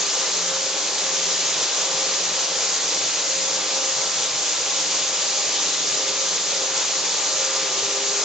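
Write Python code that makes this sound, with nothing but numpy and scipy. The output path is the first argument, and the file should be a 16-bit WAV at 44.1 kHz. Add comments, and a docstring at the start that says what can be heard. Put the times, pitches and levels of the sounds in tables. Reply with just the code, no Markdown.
"""Flood coolant sprays over metal blocks in a milling machine, heard from its open door.
The jets hiss, drops spatter on the work and drum the sheet-metal enclosure into a roar.
Tearing chips keep the cutter ringing faintly; three spindle shafts sing at almost one pitch and beat.
An axis drive whines, pumps and motors hum, and a lumpy rumble sits underneath.
Now and then a large drop or chip ticks close to the door."""
import sys
import numpy as np
from scipy import signal
from scipy.fft import rfft, irfft, next_fast_len
from scipy.io import wavfile
from scipy.ndimage import uniform_filter1d, map_coordinates

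SR = 44100
rng = np.random.default_rng(int(sys.argv[2]) if len(sys.argv) > 2 else 0)


def generate_wav(sig):
    """Save sig (samples, or channels by samples) to the path in sys.argv[1] as 16-bit PCM at SR."""
    pcm = np.round(np.clip(np.atleast_2d(sig).T, -1, 1) * 32767).astype(np.int16)
    wavfile.write(sys.argv[1], SR, pcm)


N = 363384

# how alike the enclosure leaves the two ears: freq_hz, correlation
EAR_LIKENESS = [(60, .86), (240, .9), (490, .93), (980, .87), (1450, .78), (2100, .86), (4000, .73),
                (6200, .48), (8000, .34)]
# coolant fader rides, before trim: time_s, roar_db, splash_db
COOLANT_RIDES = [(0, -36.5, -30), (.6, -38, -30.5), (1.0, -38.5, -30), (1.5, -37.5, -29), (2.1, -36, -29.5),
                 (2.7, -38, -30), (3.6, -37, -30), (4.3, -38.5, -30.2), (5.2, -38, -29.5), (6.2, -38, -30),
                 (7.2, -37.5, -30), (8.24, -37.5, -30)]
# tone colours of the enclosure's roar, the splash and the jets: freq_hz, gain_db
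ROAR_EQ = [(20, -63), (70, -49.5), (130, -22), (185, -10.5), (245, -17), (300, -8), (410, -1.5), (510, 1.5),
           (740, -3.5), (870, -1), (1120, -3), (1450, -6.5), (2500, -12.5), (6000, -40)]
SPLASH_EQ = [(600, -39.5), (1500, -10.5), (2300, -5), (3400, -1), (4500, -0.5), (6000, -4), (8500, -14.5)]
JET_EQ = [(2000, -39), (3500, -18), (4600, -3), (5400, 0), (6200, 4), (7000, 4.5), (8500, -5.5)]
# fader ride of the cutter's ring, before trim: time_s, level_db
RING_RIDE = [(0, -48), (.8, -46), (1.4, -42.5), (2, -48), (4.5, -50), (5.3, -47), (5.6, -42.5), (6.25, -41),
             (6.7, -47), (8.24, -48)]
# resonances of cutter and workpiece: pitch_hz, width_hz, gain_db
CUTTER_MODES = [(3553, 12, 0), (3935, 30, -4.5)]
# shafts of the spindle and its drive: speed_hz, in_step_with_first_s
SPINDLE_SHAFTS = [(267.565, 0), (267.195, .846), (266.47, .2)]
# their overtones, at base level: harmonic, first_shaft_db, second_shaft_db, third_shaft_db
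SHAFT_HARMONICS = [(1, -65, -63.5, -75), (2, -47, -47.7, -45.8), (3, -48.5, -64, -65),
                   (4, -55.5, -57.5, -56.5), (5, -55, -56.5, -57.5), (6, -59, -60.5, -60)]
# slow swell of the two strongest as the cut goes on: time_s, second_harmonic_db, third_harmonic_db
HARMONIC_SWELL = [(0, 0, -3), (0.38, 3, 0), (0.8, -1, 0), (1.4, 0.5, -3), (2, 1, 3), (2.8, -0.5, 1.5),
                  (3.3, 0, -1.5), (3.95, 3, 3), (4.4, -3.5, 1), (4.9, -3, 3.5), (5.6, -4.5, 1.5),
                  (6.2, 0, -1), (7.4, 1.5, -.5), (8.24, -1.5, -2)]
# fader rides of the axis drive's whine: time_s, fundamental_db, third_harmonic_db
DRIVE_RIDES = [(0.1, -44, -45.5), (0.7, -52, -56), (1.2, -49.5, -49), (2.05, -49.5, -46),
               (2.6, -53.5, -55.5), (3.1, -60.5, -60.5), (3.75, -62.0, -44.5), (4.5, -60.5, -51.5),
               (5.4, -49.5, -49), (6.1, -45, -44.5), (6.55, -50, -55), (7.2, -48, -44.5),
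               (7.85, -41.5, -44), (8.2, -38, -47.5)]
# two coolant pumps: pitch_hz, in_step_with_first_s
PUMP_TONES = [(176.77, 0), (175.38, .6)]
# each pump's hum: level_db
PUMP_LEVELS = [-57.5, -65.5]
# other motors and humming panels: pitch_hz, level_db
HUM_TONES = [(163, -66), (300, -55), (313.5, -57), (526, -57.5), (583.5, -56.5), (617.5, -53.5),
             (1185, -56.5), (1403, -53.5), (1784, -63)]
# tone colour of the rumble: freq_hz, gain_db
RUMBLE_EQ = [(20, -22), (55, -12.5), (85, -4.5), (120, 1.5), (155, 2), (230, -12.5), (400, -31.5)]
# large drops and chips striking near the door, before trim: start_s, level_db
TICK_CUES = [(.213, -13), (.948, -11), (2.53, -10), (3.752, -11.5), (4.193, -14.5), (4.3585, -9),
             (5.8, -9.5), (6.217, -5), (6.7786, -10.5), (8.097, -11.5)]
# where the machine sits in the stereo image: freq_hz, right_lead_rad, left_minus_right_db
PLACEMENT = [(100, 0, 0.1), (550, 0.095, 0.1), (800, .11, -1.2), (1200, .13, 1), (2000, 0.14, 0.5),
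             (2900, 0.31, 0), (4700, 0.48, -0.2), (7000, .6, 1), (7800, 0.96, 1)]
# treble roll-off with a notch and a last small lobe: freq_hz, gain_db
MASTER_EQ = [(7000, 0.5), (7450, -1), (7700, -6.5), (7820, -27), (7920, -54), (8040, -43.5), (8170, 1),
             (8290, -6.5), (8400, -39.5)]


def amp(db):
    """Decibels to gain."""
    return 10 ** (np.asarray(db) / 20)


def unit(x):
    """x at rms 1."""
    return x / np.sqrt(np.mean(x ** 2) + 1e-20)


def along(points, hz):
    """A (freq_hz, value) curve read on a log frequency axis."""
    freqs, values = np.transpose(points)
    return np.interp(np.log(hz + 1), np.log(freqs + 1), values)


def rides(rows):
    """One value per sample for each column after time_s."""
    times, *columns = np.transpose(rows)
    return [np.interp(np.arange(N) / SR, times, column) for column in columns]


def wobble(rate_hz):
    """A smooth random curve through rate_hz points a second."""
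    knots = rng.standard_normal(int(N * rate_hz / SR) + 4)
    return map_coordinates(knots, [np.arange(N) * rate_hz / SR])


def filtered(x, response):
    """x through a filter given as gain against frequency."""
    size = next_fast_len(N + SR // 2)
    return irfft(rfft(x, size) * response(np.fft.rfftfreq(size, 1 / SR)), size)[..., :N]


def eq(points):
    """An EQ table as a filter response."""
    return lambda hz: amp(along(points, hz))


def rippled_eq(points, spacing_hz=18, depth_db=.85):
    """An EQ with the fine peaks and dips of the enclosure's standing waves."""
    ripple_db = depth_db * rng.standard_normal(SR // spacing_hz)
    ripple_hz = spacing_hz * np.arange(len(ripple_db))
    return lambda hz: amp(along(points, hz) + np.interp(hz, ripple_hz, ripple_db))


def patchy_noise(depth_db):
    """Two unrelated noises whose gain drifts in patches of time and frequency."""
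    spectrum = signal.stft(rng.standard_normal((2, N)), nperseg=512)[2]
    patches = rng.standard_normal(spectrum.shape[1:])
    for axis in (0, 1):
        patches = uniform_filter1d(patches, size=12, axis=axis)
    return signal.istft(spectrum * amp(depth_db * unit(patches)), nperseg=512)[1][:, :N]


def enclosed(pair, colour):
    """The enclosure colours and spreads two unrelated signals: bass centred, treble wide; rms 1."""
    def response(hz):
        width = np.arccos(np.clip(along(EAR_LIKENESS, hz), -1, 1)) / 2
        return colour(hz) * np.array([np.cos(width), np.sin(width)])
    mid, side = filtered(pair, response)
    return unit(np.array([mid + side, mid - side]))


def rotation(hz, drift_hz):
    """Phase of a rotation whose speed wanders slightly."""
    return 2 * np.pi * np.cumsum(hz + drift_hz * wobble(4)) / SR


def slipping(rotors, drift_hz):
    """Phases of rotations that wander together and slip steadily past one another."""
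    t = np.arange(N) / SR
    wander = rotation(0, drift_hz)
    first_hz = rotors[0][0]
    return [wander + 2 * np.pi * (hz * (t - in_step_s) + first_hz * in_step_s)
            for hz, in_step_s in rotors]


def tone(phase, level_db, waver_db):
    """A wavering sine; standing waves put it a little out of step between the ears."""
    offset_rad = 0.13 * wobble(1)
    peak = np.sqrt(2) * amp(level_db + waver_db * wobble(5))
    return peak * np.sin(phase + np.array([offset_rad, -offset_rad]))


def droplets(low_hz, high_hz, spread_db, decay_s):
    """Two unrelated streams of droplet pings, each at its own pitch: many small, a few larger."""
    count, ping_samples = 9000, 220
    t = np.arange(ping_samples) / SR
    streams = []
    for when, pitch, strength in rng.random((2, 3, count)):
        gain = amp(spread_db * np.minimum(-np.log(1 - strength), 3.5))
        hz = low_hz + (high_hz - low_hz) * pitch
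        pings = gain[:, None] * np.sin(2 * np.pi * hz[:, None] * t) * t * np.exp(-t / decay_s)
        at = (when * N).astype(int)[:, None] + np.arange(ping_samples)
        streams.append(np.bincount(at.ravel(), pings.ravel(), N)[:N])
    return unit(np.array(streams))


def coolant(jet_db=-23, trim_db=3.0):
    """Jets atomise on the cutter, drops spatter on the work and drum on the enclosure."""
    roar_db, splash_db = (ride + trim_db for ride in rides(COOLANT_RIDES))
    surge_db = 0.5 * wobble(16) + 0.55 * wobble(60)  # the jets break up unevenly
    slosh_db = 0.3 * wobble(16)  # coolant is flung off the work in spurts
    roar = enclosed(patchy_noise(depth_db=1.5), eq(ROAR_EQ))
    spatter = droplets(low_hz=1202, high_hz=5480, spread_db=0.5, decay_s=0.00079)
    mist = droplets(low_hz=3990, high_hz=7840, spread_db=2.0, decay_s=0.00042)
    splash = enclosed(patchy_noise(depth_db=1.15) + 0.26 * spatter, rippled_eq(SPLASH_EQ))
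    jet = enclosed(patchy_noise(depth_db=0.9) + 0.28 * mist, rippled_eq(JET_EQ))
    return (amp(roar_db) * roar
            + amp(splash_db + slosh_db) * splash
            + amp(jet_db + surge_db + slosh_db) * jet)


def cutter_ring(trim_db=2):
    """Chips tearing off keep the cutter and workpiece ringing."""
    def resonances(hz):
        return sum(amp(db) * 1j * hz * width / (pitch ** 2 - hz ** 2 + 1j * hz * width)
                   for pitch, width, db in CUTTER_MODES)
    ring_db, = rides(RING_RIDE)
    return amp(ring_db + trim_db) * enclosed(rng.standard_normal((2, N)), resonances)


def spindle_song():
    """Three shafts' harmonics beat as they slip past one another; tearing chips make them rasp."""
    phases = slipping(SPINDLE_SHAFTS, drift_hz=.15)
    swell_db = dict(zip((2, 3), rides(HARMONIC_SWELL)))
    rasp = amp(1.3 * wobble(45))
    return rasp * sum(tone(harmonic * phase, db + swell_db.get(harmonic, 0), waver_db=.5)
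                      for harmonic, *levels in SHAFT_HARMONICS
                      for phase, db in zip(phases, levels))


def drive_whine(pitch_hz=399.9):
    """An axis drive whines on its fundamental and third harmonic, each swelling and fading."""
    fundamental_db, third_db = rides(DRIVE_RIDES)
    phase = rotation(pitch_hz, drift_hz=0.33)
    return tone(phase, fundamental_db, waver_db=1.0) + tone(3 * phase, third_db, waver_db=1.0)


def pump_hum():
    """Two coolant pumps run slightly out of tune, so their hums beat slowly."""
    phases = slipping(PUMP_TONES, drift_hz=.2)
    return sum(tone(phase, db, waver_db=3.2) for phase, db in zip(phases, PUMP_LEVELS))


def motor_hum():
    """Other motors and humming panels each hold one faint, wavering tone."""
    return sum(tone(rotation(hz, drift_hz=0.59), db, waver_db=3.0) for hz, db in HUM_TONES)


def rumble(level_db=-59):
    """A low bed that swells and drops out in soft, uneven lumps."""
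    lumps_db = 3.5 * wobble(11) + 4 * wobble(20)
    per_ear_db = 1.6 * np.array([wobble(14), wobble(14)])
    bed = enclosed(rng.standard_normal((2, N)), eq(RUMBLE_EQ))
    return amp(level_db) * unit(amp(lumps_db + per_ear_db) * bed)


def ticks(decay_s=0.00049, trim_db=-3.5):
    """Single large drops and chips strike near the door, each a short bright burst."""
    t = np.arange(N) / SR
    envelope = np.zeros(N)
    for start_s, level_db in TICK_CUES:
        start = round(start_s * SR)
        envelope[start:] += amp(level_db + trim_db) * np.exp(-t[:N - start] / decay_s)
    return envelope * enclosed(rng.standard_normal((2, N)), eq(JET_EQ))


def scene():
    """The whole machine as it reaches the two ears through the doorway."""
    def doorway(hz):
        placement, half = np.array(PLACEMENT), np.array([[.5], [-.5]])  # each ear takes half
        lead_rad = along(placement[:, [0, 1]], hz)
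        balance_db = along(placement[:, [0, 2]], hz)
        return np.exp(-1j * half * lead_rad) * amp(half * balance_db)
    milling = coolant() + ticks() + cutter_ring() + spindle_song()
    underneath = drive_whine() + pump_hum() + motor_hum() + rumble()
    return filtered(milling + underneath, doorway)


def record(dry):
    """Master EQ: a notched treble roll-off, then silence above the cutoff."""
    cutoff_hz = 8549
    return filtered(dry, lambda hz: amp(along(MASTER_EQ, hz)) * (hz < cutoff_hz))


dry = scene()
out = record(dry)
generate_wav(out)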